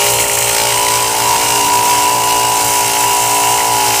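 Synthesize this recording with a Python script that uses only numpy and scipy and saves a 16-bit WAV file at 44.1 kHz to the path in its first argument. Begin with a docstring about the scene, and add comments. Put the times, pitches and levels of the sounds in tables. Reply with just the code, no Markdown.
"""A handheld electric polisher runs along a wet stone slab, outdoors and close by. From the start, gears drone
and whine on multiples of the 58 Hz spindle rate, teeth clatter in the housing, the motor hums and the wet pad
hisses in pulses. In the first 0.9 s its rim ticks on the edge. By 1.3 s the tool is on the near edge and the
gearbox sings near 1 kHz under load; single gear orders ring out in turn until 2 s. The rim ticks twice more at
3.6 s, then the speed sags under pressure and one more gear order rings out from 3.8 s."""
import sys
import numpy as np
from scipy.fft import rfft, irfft, next_fast_len
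from scipy.io import wavfile
from scipy.ndimage import map_coordinates

SR = 44100
rng = np.random.default_rng(int(sys.argv[2]) if len(sys.argv) > 2 else 0)


def store_pcm(level_fs):
    """Save levels as 16-bit WAV."""
    pcm = np.round(np.clip(level_fs, -1, 1) * 32767).astype(np.int16)
    wavfile.write(sys.argv[1], SR, np.atleast_2d(pcm).T)


N = 176400


def amp(db):
    """Decibels to gain."""
    return np.exp(np.asarray(db) * np.log(10) / 20)


def unit(x):
    """Scale to rms 1."""
    return x / np.sqrt(np.mean(x ** 2) + 1e-20)


def curves(rows):
    """One value per sample for each column after the time."""
    times_s, *columns = np.transpose(rows)
    return [np.interp(np.arange(N) / SR, times_s, column) for column in columns]


def wobble(rate_hz):
    """Smooth random curve through rate_hz knots a second."""
    knots = rng.standard_normal(2048)
    grid = np.arange(0, N + 32, 32)
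    return np.interp(np.arange(N), grid, map_coordinates(knots, [grid * rate_hz / SR], mode="wrap"))


def filtered(x, response):
    """Apply a complex frequency response."""
    size = next_fast_len(N + SR // 2)
    return irfft(rfft(x, size) * response(np.fft.rfftfreq(size, 1 / SR)), size)[:N]


def coloured(x, spectrum):
    """Shape x by (f/Hz, level/dB) points; rms 1."""
    hz, db = np.transpose(spectrum)
    return unit(filtered(x, lambda f: amp(np.interp(np.log(f + 1), np.log(hz + 1), db))))


def partial(turns, order, flutter_db, smear_rad):
    """One order (multiple of the spindle rate), fluttering in level and phase; rms 1."""
    offset_cycles = 0.85 * rng.random()
    phase = 2 * np.pi * (order * turns + offset_cycles) + smear_rad * wobble(22.25)
    return unit(amp(flutter_db * wobble(12)) * np.sin(phase))


# Low gear tones: order, far-end level/dB, near-edge level/dB
DRONE_ORDERS = [(1, -40.5, -52), (2, -35, -39.5), (5, -42, -35.5), (6, -42, -42.5), (7, -27, -30.5),
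                (8, -32, -34), (9, -28.5, -41.5), (10, -25, -34.5), (11, -35.5, -39.5), (12, -34, -31.5),
                (13, -43, -27), (14, -24.5, -31), (19, -34, -38.5), (21, -41.5, -43), (22, -36, -63),
                (24, -31, -63), (25, -55, -47.5)]
# Drone, easing while the pad bears lightly: t/s, level/dB
DRONE_LEVEL = [(.2, 0.5), (.27, -2.5), (.6, 0), (1.1, 0.9), (2.6, 0.7)]
# Extra gain of SWELL_ORDERS: t/s, level/dB
SWELL_LEVEL = [(.9, -3), (1.95, -2), (2.3, -0.5), (2.55, 0.5), (2.66, -2.5), (3.2, 0), (3.5, 4), (4, -1)]
SWELL_ORDERS = (12, 13, 14)


def gear_drone(turns, near):
    """Low gear orders shift in balance along the slab."""
    drone_db, = curves(DRONE_LEVEL)
    swell_db, = curves(SWELL_LEVEL)
    out = np.zeros(N)
    for order, far_db, near_db in DRONE_ORDERS:
        db = drone_db + (1 - near) * far_db + near * near_db + swell_db * (order in SWELL_ORDERS)
        out += amp(db) * partial(turns, order, flutter_db=1.78, smear_rad=0.21)
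    return out


# Gearbox song: t/s, level/dB for each of SONG_ORDERS
SONG_LEVELS = [(0.0, -33, -23, -42), (0.05, -35, -22, -44), (0.17, -24.5, -26, -39), (0.43, -37, -30, -34),
               (0.65, -36, -24.5, -22), (0.76, -18.5, -23, -30), (1.04, -18.5, -31, -26),
               (1.18, -31, -23, -18.5), (1.28, -15, -21.5, -32), (1.34, -16.5, -18, -24),
               (1.39, -22, -25, -29), (1.55, -22.5, -19.5, -38), (1.7, -13.5, -21.5, -30),
               (1.97, -14, -27, -37), (2.14, -16.5, -23, -22), (2.57, -16.5, -29, -26),
               (2.66, -22, -42, -24), (2.81, -15.5, -31, -23), (2.88, -21.5, -36, -24),
               (2.97, -21, -36, -19), (3.05, -14.5, -24, -25), (3.21, -17.5, -31, -24),
               (3.32, -18, -24, -32), (3.73, -17.5, -25, -21.5), (3.83, -19.5, -42, -17.5),
               (4.0, -28, -37, -23.5)]
SONG_ORDERS = (17, 16, 15)


def gear_song(turns):
    """Three orders near 1 kHz sing under load, fluttering fast as the pad grabs."""
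    out = np.zeros(N)
    for order, db in zip(SONG_ORDERS, curves(SONG_LEVELS)):
        tone = partial(turns, order, flutter_db=0.85, smear_rad=0.077)
        rough_db = 0.77 * wobble(90)
        out += amp(db + rough_db) * tone
    return out


# High gear tones: order, level/dB
WHINE_ORDERS = [(46, -3.5), (48, -8), (49, 2), (50, -1.5)]
# Whine envelope: t/s, level/dB
WHINE_LEVEL = [(0, -26), (.35, -31), (1.1, -36), (1.72, -34), (2.05, -31.5), (2.3, -29.5), (2.6, -34.5),
               (3.0, -31), (3.3, -33), (4, -35)]


def gear_whine(turns):
    """High gear orders in the main resonance of the housing."""
    tones = sum(amp(db) * partial(turns, order, flutter_db=2.5, smear_rad=0.72)
                for order, db in WHINE_ORDERS)
    return amp(curves(WHINE_LEVEL)[0]) * tones


# Gearbox housing modes: f/Hz, width/Hz, far-end level/dB, near-edge level/dB
HOUSING_MODES = [(1370, 150, -31, -9), (1690, 62, -30, -5.5), (1950, 200, -5, -5.5),
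                 (2176, 150, -4.5, -4.5), (2416, 110, 4.5, -21), (2530, 230, -0.5, -7.5),
                 (2910, 270, 0, -1), (3140, 255, 0.5, -5), (4180, 130, -1.5, -13)]


def tooth_clatter(turns, near, teeth=7, wear_db=4.5, scatter_db=3.5, jitter_s=0.00003):
    """Unevenly worn teeth knock in the same pattern each turn and ring the housing."""
    tooth = np.arange(int(turns[-1] * teeth))
    jitter, scatter = rng.standard_normal((2000, 2))[tooth].T
    wear_shift = 0.25 * rng.standard_normal(teeth)[tooth % teeth]
    at = np.interp((tooth + wear_shift) / teeth, turns, np.arange(N)) + jitter_s * SR * jitter
    force = amp(wear_db * np.cos(2 * np.pi * tooth / teeth) + scatter_db * scatter)
    knocks = np.bincount(np.clip(at, 0, N - 1).astype(int), force, N)
    mode_hz, width_hz, far_db, near_db = np.transpose(HOUSING_MODES)

    def ring(levels_db):
        """Knocks through parallel resonances of alternating sign."""
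        def response(f):
            return sum((-1) ** k * amp(db) * 1j * f * width / (hz ** 2 - f ** 2 + 1j * f * width)
                       for k, (hz, width, db) in enumerate(zip(mode_hz, width_hz, levels_db)))
        return unit(filtered(knocks, response))
    return (1 - near) * ring(far_db) + near * ring(near_db)


def friction(spectrum, grain_db):
    """Grit under the pad: grainy noise."""
    return coloured(rng.standard_normal(N) * amp(grain_db * wobble(450)), spectrum)


def pulse(turns, depth_db):
    """Gain with one short crest per turn."""
    angle = 2 * np.pi * turns
    return unit(amp(depth_db * (np.cos(angle) + 0.4 * np.cos(2 * angle) + 0.25 * np.cos(3 * angle))))


# Echoes off slab, bench and body: delay/s, level/dB
ECHOES = [(.0017, -21.5), (.0031, -10), (.0052, -15), (.0083, -19), (0.0128, -6.5), (.019, -4)]


def reflections(x, sway_s=0.00005, sway_hz=2):
    """Nearby surfaces comb the sound; the notches drift as the tool moves."""
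    echoes = sum(amp(db) * map_coordinates(x, [np.arange(N) - SR * (delay_s + sway_s * wobble(sway_hz))])
                 for delay_s, db in ECHOES)
    return np.std(x) * unit(x + echoes)


# Friction spectra, low to high; sizzle is the wet pad's whistling band: f/Hz, level/dB
GRIND_SPECTRUM = [(25, -26), (55, -5.5), (200, -6.5), (260, -11.5), (560, -9), (720, -0.5), (950, 1),
                  (1100, -4.5), (1300, -12), (1700, -15.5), (2600, -56)]
RUB_SPECTRUM = [(650, -52), (1100, -2.5), (1290, -20), (1420, 1), (1550, -7), (1950, -7), (2080, -5),
                (2440, -1.5), (2850, -4.5), (3400, -7.5), (4040, -4), (4450, -6.5), (4860, -2),
                (6500, -5.5), (8450, -59), (14300, -120)]
HISS_SPECTRUM = [(3400, -37), (5400, -7), (6350, -2.5), (6700, -4.5), (7050, -0.5), (7650, 0), (8000, -1.5),
                 (8600, -1.5), (9500, -7), (10100, -4), (11200, -5.5), (11700, -15.5), (12350, -14),
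                 (13100, -5), (15250, -9)]
SIZZLE_SPECTRUM = [(7500, -27), (8150, -1), (8400, 0), (8700, -10), (9200, -42)]
# Friction envelopes: t/s, relative level/dB
GRIND_LEVEL = [(0, -27), (.35, -27.5), (.8, -27.5), (1.5, -25), (2.05, -24.5), (2.5, -26.5), (3.4, -29.5),
               (4, -26.5)]
SIZZLE_LEVEL = [(0, -32), (.25, -29), (.45, -23), (.65, -30.5), (.95, -26), (1.2, -33), (2.5, -30.5),
                (3.05, -40), (3.35, -28), (3.65, -36)]
# Pad pulsing: t/s, rub depth/dB, hiss depth/dB
PULSE_DEPTH = [(0, -2, 0.5), (.35, 2, 2.5), (.8, 3, 1.5), (1.9, 2.5, 0.2), (2.45, 1.6, 1.3),
               (3.4, 0.5, 1.5), (4, 2, -0.3)]


def wet_pad(turns, near, rub_db, hiss_db):
    """The pad grinds, rubs and hisses in a pulse with each turn; it chatters more at the far end."""
    pad_turns = 0.97 * turns + 0.025 * wobble(25)  # slips behind the spindle
    chatter = amp((1.15 - 0.44 * near) * wobble(130) + 0.53 * wobble(500))
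    rub_depth_db, hiss_depth_db = curves(PULSE_DEPTH)
    grind = amp(curves(GRIND_LEVEL)[0] - 0.47) * friction(GRIND_SPECTRUM, grain_db=0)
    rub = amp(rub_db + 1.5) * reflections(friction(RUB_SPECTRUM, grain_db=0.8))
    hiss = amp(hiss_db + 0.7) * friction(HISS_SPECTRUM, grain_db=0.8)
    sizzle = amp(curves(SIZZLE_LEVEL)[0] + 1.5) * friction(SIZZLE_SPECTRUM, grain_db=2.5)
    lows = grind * pulse(turns, depth_db=3.5)
    mids = rub * pulse(pad_turns, rub_depth_db)
    highs = reflections(hiss + sizzle) * pulse(pad_turns, hiss_depth_db)
    return lows + chatter * (mids + highs)


# Motor whistle: t/s, level/dB
WHISTLE_LEVEL = [(.2, -49), (.5, -28.5), (.8, -31), (1.28, -44), (1.42, -25), (1.55, -27), (1.7, -50),
                 (2.3, -35), (3.35, -49), (3.5, -24), (3.7, -42)]


def motor(turns, hum_hz=119.9, hum_db=-38):
    """Mains hum, beating with gear order 2, and a thin whistle that follows the speed."""
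    hum = unit(np.sin(2 * np.pi * hum_hz * np.arange(N) / SR))
    whistle = partial(turns, order=141, flutter_db=2, smear_rad=0.35)
    return amp(hum_db) * hum + amp(curves(WHISTLE_LEVEL)[0]) * whistle


# Rim catches: t/s, relative level/dB
CATCHES = [(0.0209, -11.5), (0.0657, -11), (0.1989, -12), (0.2054, -14), (0.2409, -15), (0.267, -15),
           (0.2972, -9.5), (0.3222, -16), (0.3745, -12.5), (0.396, -14), (0.4209, -13), (0.4728, -11.5),
           (0.4933, -13), (0.5292, -14), (0.5656, -12.5), (0.7223, -14), (0.7746, -14), (0.8659, -17),
           (3.5853, -15), (3.6052, -13)]
# Ring modes and rasp spectrum of a catch: f/Hz, level/dB
CATCH_MODES = [(1940, -8.5), (2130, -4.5), (2380, -17)]
RASP_SPECTRUM = [(1400, -29), (2000, 3), (2900, -11), (6500, -13), (12000, -22)]


def rim_catches(gain_db=2.5, rasp_db=-10, decay_s=0.0036):
    """The pad's rim catches on the slab's edge: crisp ticks, each a short ring and a rasp."""
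    out = np.zeros(N + SR)
    t = np.arange(SR // 20) / SR
    rasp = amp(rasp_db) * coloured(rng.standard_normal(N), RASP_SPECTRUM)
    for start_s, level_db in CATCHES:
        span = round(start_s * SR) + np.arange(len(t))
        detunes = 1 + 0.048 * rng.standard_normal(len(CATCH_MODES))
        ring = sum(amp(db) * np.sin(2 * np.pi * hz * detune * t)
                   for (hz, db), detune in zip(CATCH_MODES, detunes))
        out[span] += amp(level_db + gain_db) * (ring + rasp[span]) * np.exp(-t / decay_s)
    return out[:N]


# Brief gear tones: start t/s, end t/s, order, level/dB
FLARES = [(0.662, 0.79, 53, -30), (0.72, 0.795, 50, -27), (.75, .91, 52, -32), (.9, 1.121, 54, -28.5),
          (1.165, 1.3, 48, -28), (1.237, 1.38, 19, -32), (1.32, 1.662, 49, -27.5), (1.49, 1.65, 48, -26),
          (1.8, 1.98, 111, -32), (3.8, 4.05, 18, -27)]


def gear_flares(turns):
    """Single gear orders ring out in turn as the pad is pushed along."""
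    out = np.zeros(N)
    for start_s, end_s, order, db in FLARES:
        progress = np.clip((np.arange(N) / SR - start_s) / (end_s - start_s), 0, 1)
        arch = np.sqrt(np.abs(np.sin(np.pi * progress)))
        out += amp(db) * arch * partial(turns, order, flutter_db=1, smear_rad=0.28)
    return out


# Spindle rate, sagging when the pad is pressed harder: t/s, f/Hz
SPINDLE_RATE = [(0.0, 58.05), (0.07, 58.46), (0.22, 58.24), (0.51, 58.12), (0.68, 58.44), (0.79, 57.86),
                (1.16, 58.52), (1.27, 57.67), (1.57, 58.3), (1.7, 57.54), (1.96, 57.35), (2.12, 58.16),
                (2.54, 57.91), (2.67, 57.07), (2.76, 57.6), (2.87, 56.94), (3.05, 57.7), (3.21, 57.35),
                (3.34, 57.9), (3.71, 57.8), (3.87, 56.4), (4.0, 56.4)]
# Place on the slab: t/s, nearness (0 far end, 1 near edge)
NEARNESS = [(0.3, 0.06), (0.8, 0.38), (1.3, 0.96), (3.7, 0.97), (4.0, 0.91)]
# Pad contact: t/s, relative level/dB of clatter, rub, hiss
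CONTACT_LEVELS = [(0, -21.5, -21, -15), (0.22, -18, -26, -15.5), (0.265, -23, -31, -20),
                  (0.31, -21, -29, -16.5), (0.47, -20, -27.5, -17.5), (0.56, -20, -21.5, -17.5),
                  (0.68, -20, -21, -18), (0.77, -21, -24.5, -18.5), (0.94, -23, -21.5, -18.5),
                  (1.1, -23.5, -23.5, -19.3), (1.3, -21.5, -22, -18), (1.6, -26.5, -21.5, -18),
                  (1.72, -24.5, -23.5, -18.5), (1.9, -22.5, -22.5, -18), (2.2, -25.5, -24.5, -19.5),
                  (2.32, -29, -22.5, -18.5), (2.48, -26.5, -23.5, -19.5), (2.73, -22.5, -23, -16),
                  (2.85, -23, -23, -17.5), (3.35, -22, -24, -17.5), (3.7, -22, -24.0, -19),
                  (3.9, -20.5, -21.5, -16.5)]


def scene():
    """One spindle drives the gears and the pad."""
    spindle_hz, = curves(SPINDLE_RATE)
    near, = curves(NEARNESS)
    clatter_db, rub_db, hiss_db = curves(CONTACT_LEVELS)
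    turns = np.cumsum(spindle_hz) / SR
    gears = gear_drone(turns, near) + gear_song(turns) + gear_whine(turns) + gear_flares(turns)
    clatter = amp(clatter_db - 3) * tooth_clatter(turns, near)
    stone = wet_pad(turns, near, rub_db, hiss_db) + rim_catches()
    return (gears + clatter + stone + motor(turns))[None]


def record(dry):
    """Soft peak limit, then a brick-wall low-pass."""
    ceiling, cutoff_hz = 0.95, 15350
    rounded = dry[0] / (1 + np.abs(dry[0] / ceiling) ** 8) ** (1 / 8)
    return filtered(rounded, lambda hz: hz < cutoff_hz)[None]


dry = scene()
out = record(dry)
store_pcm(out)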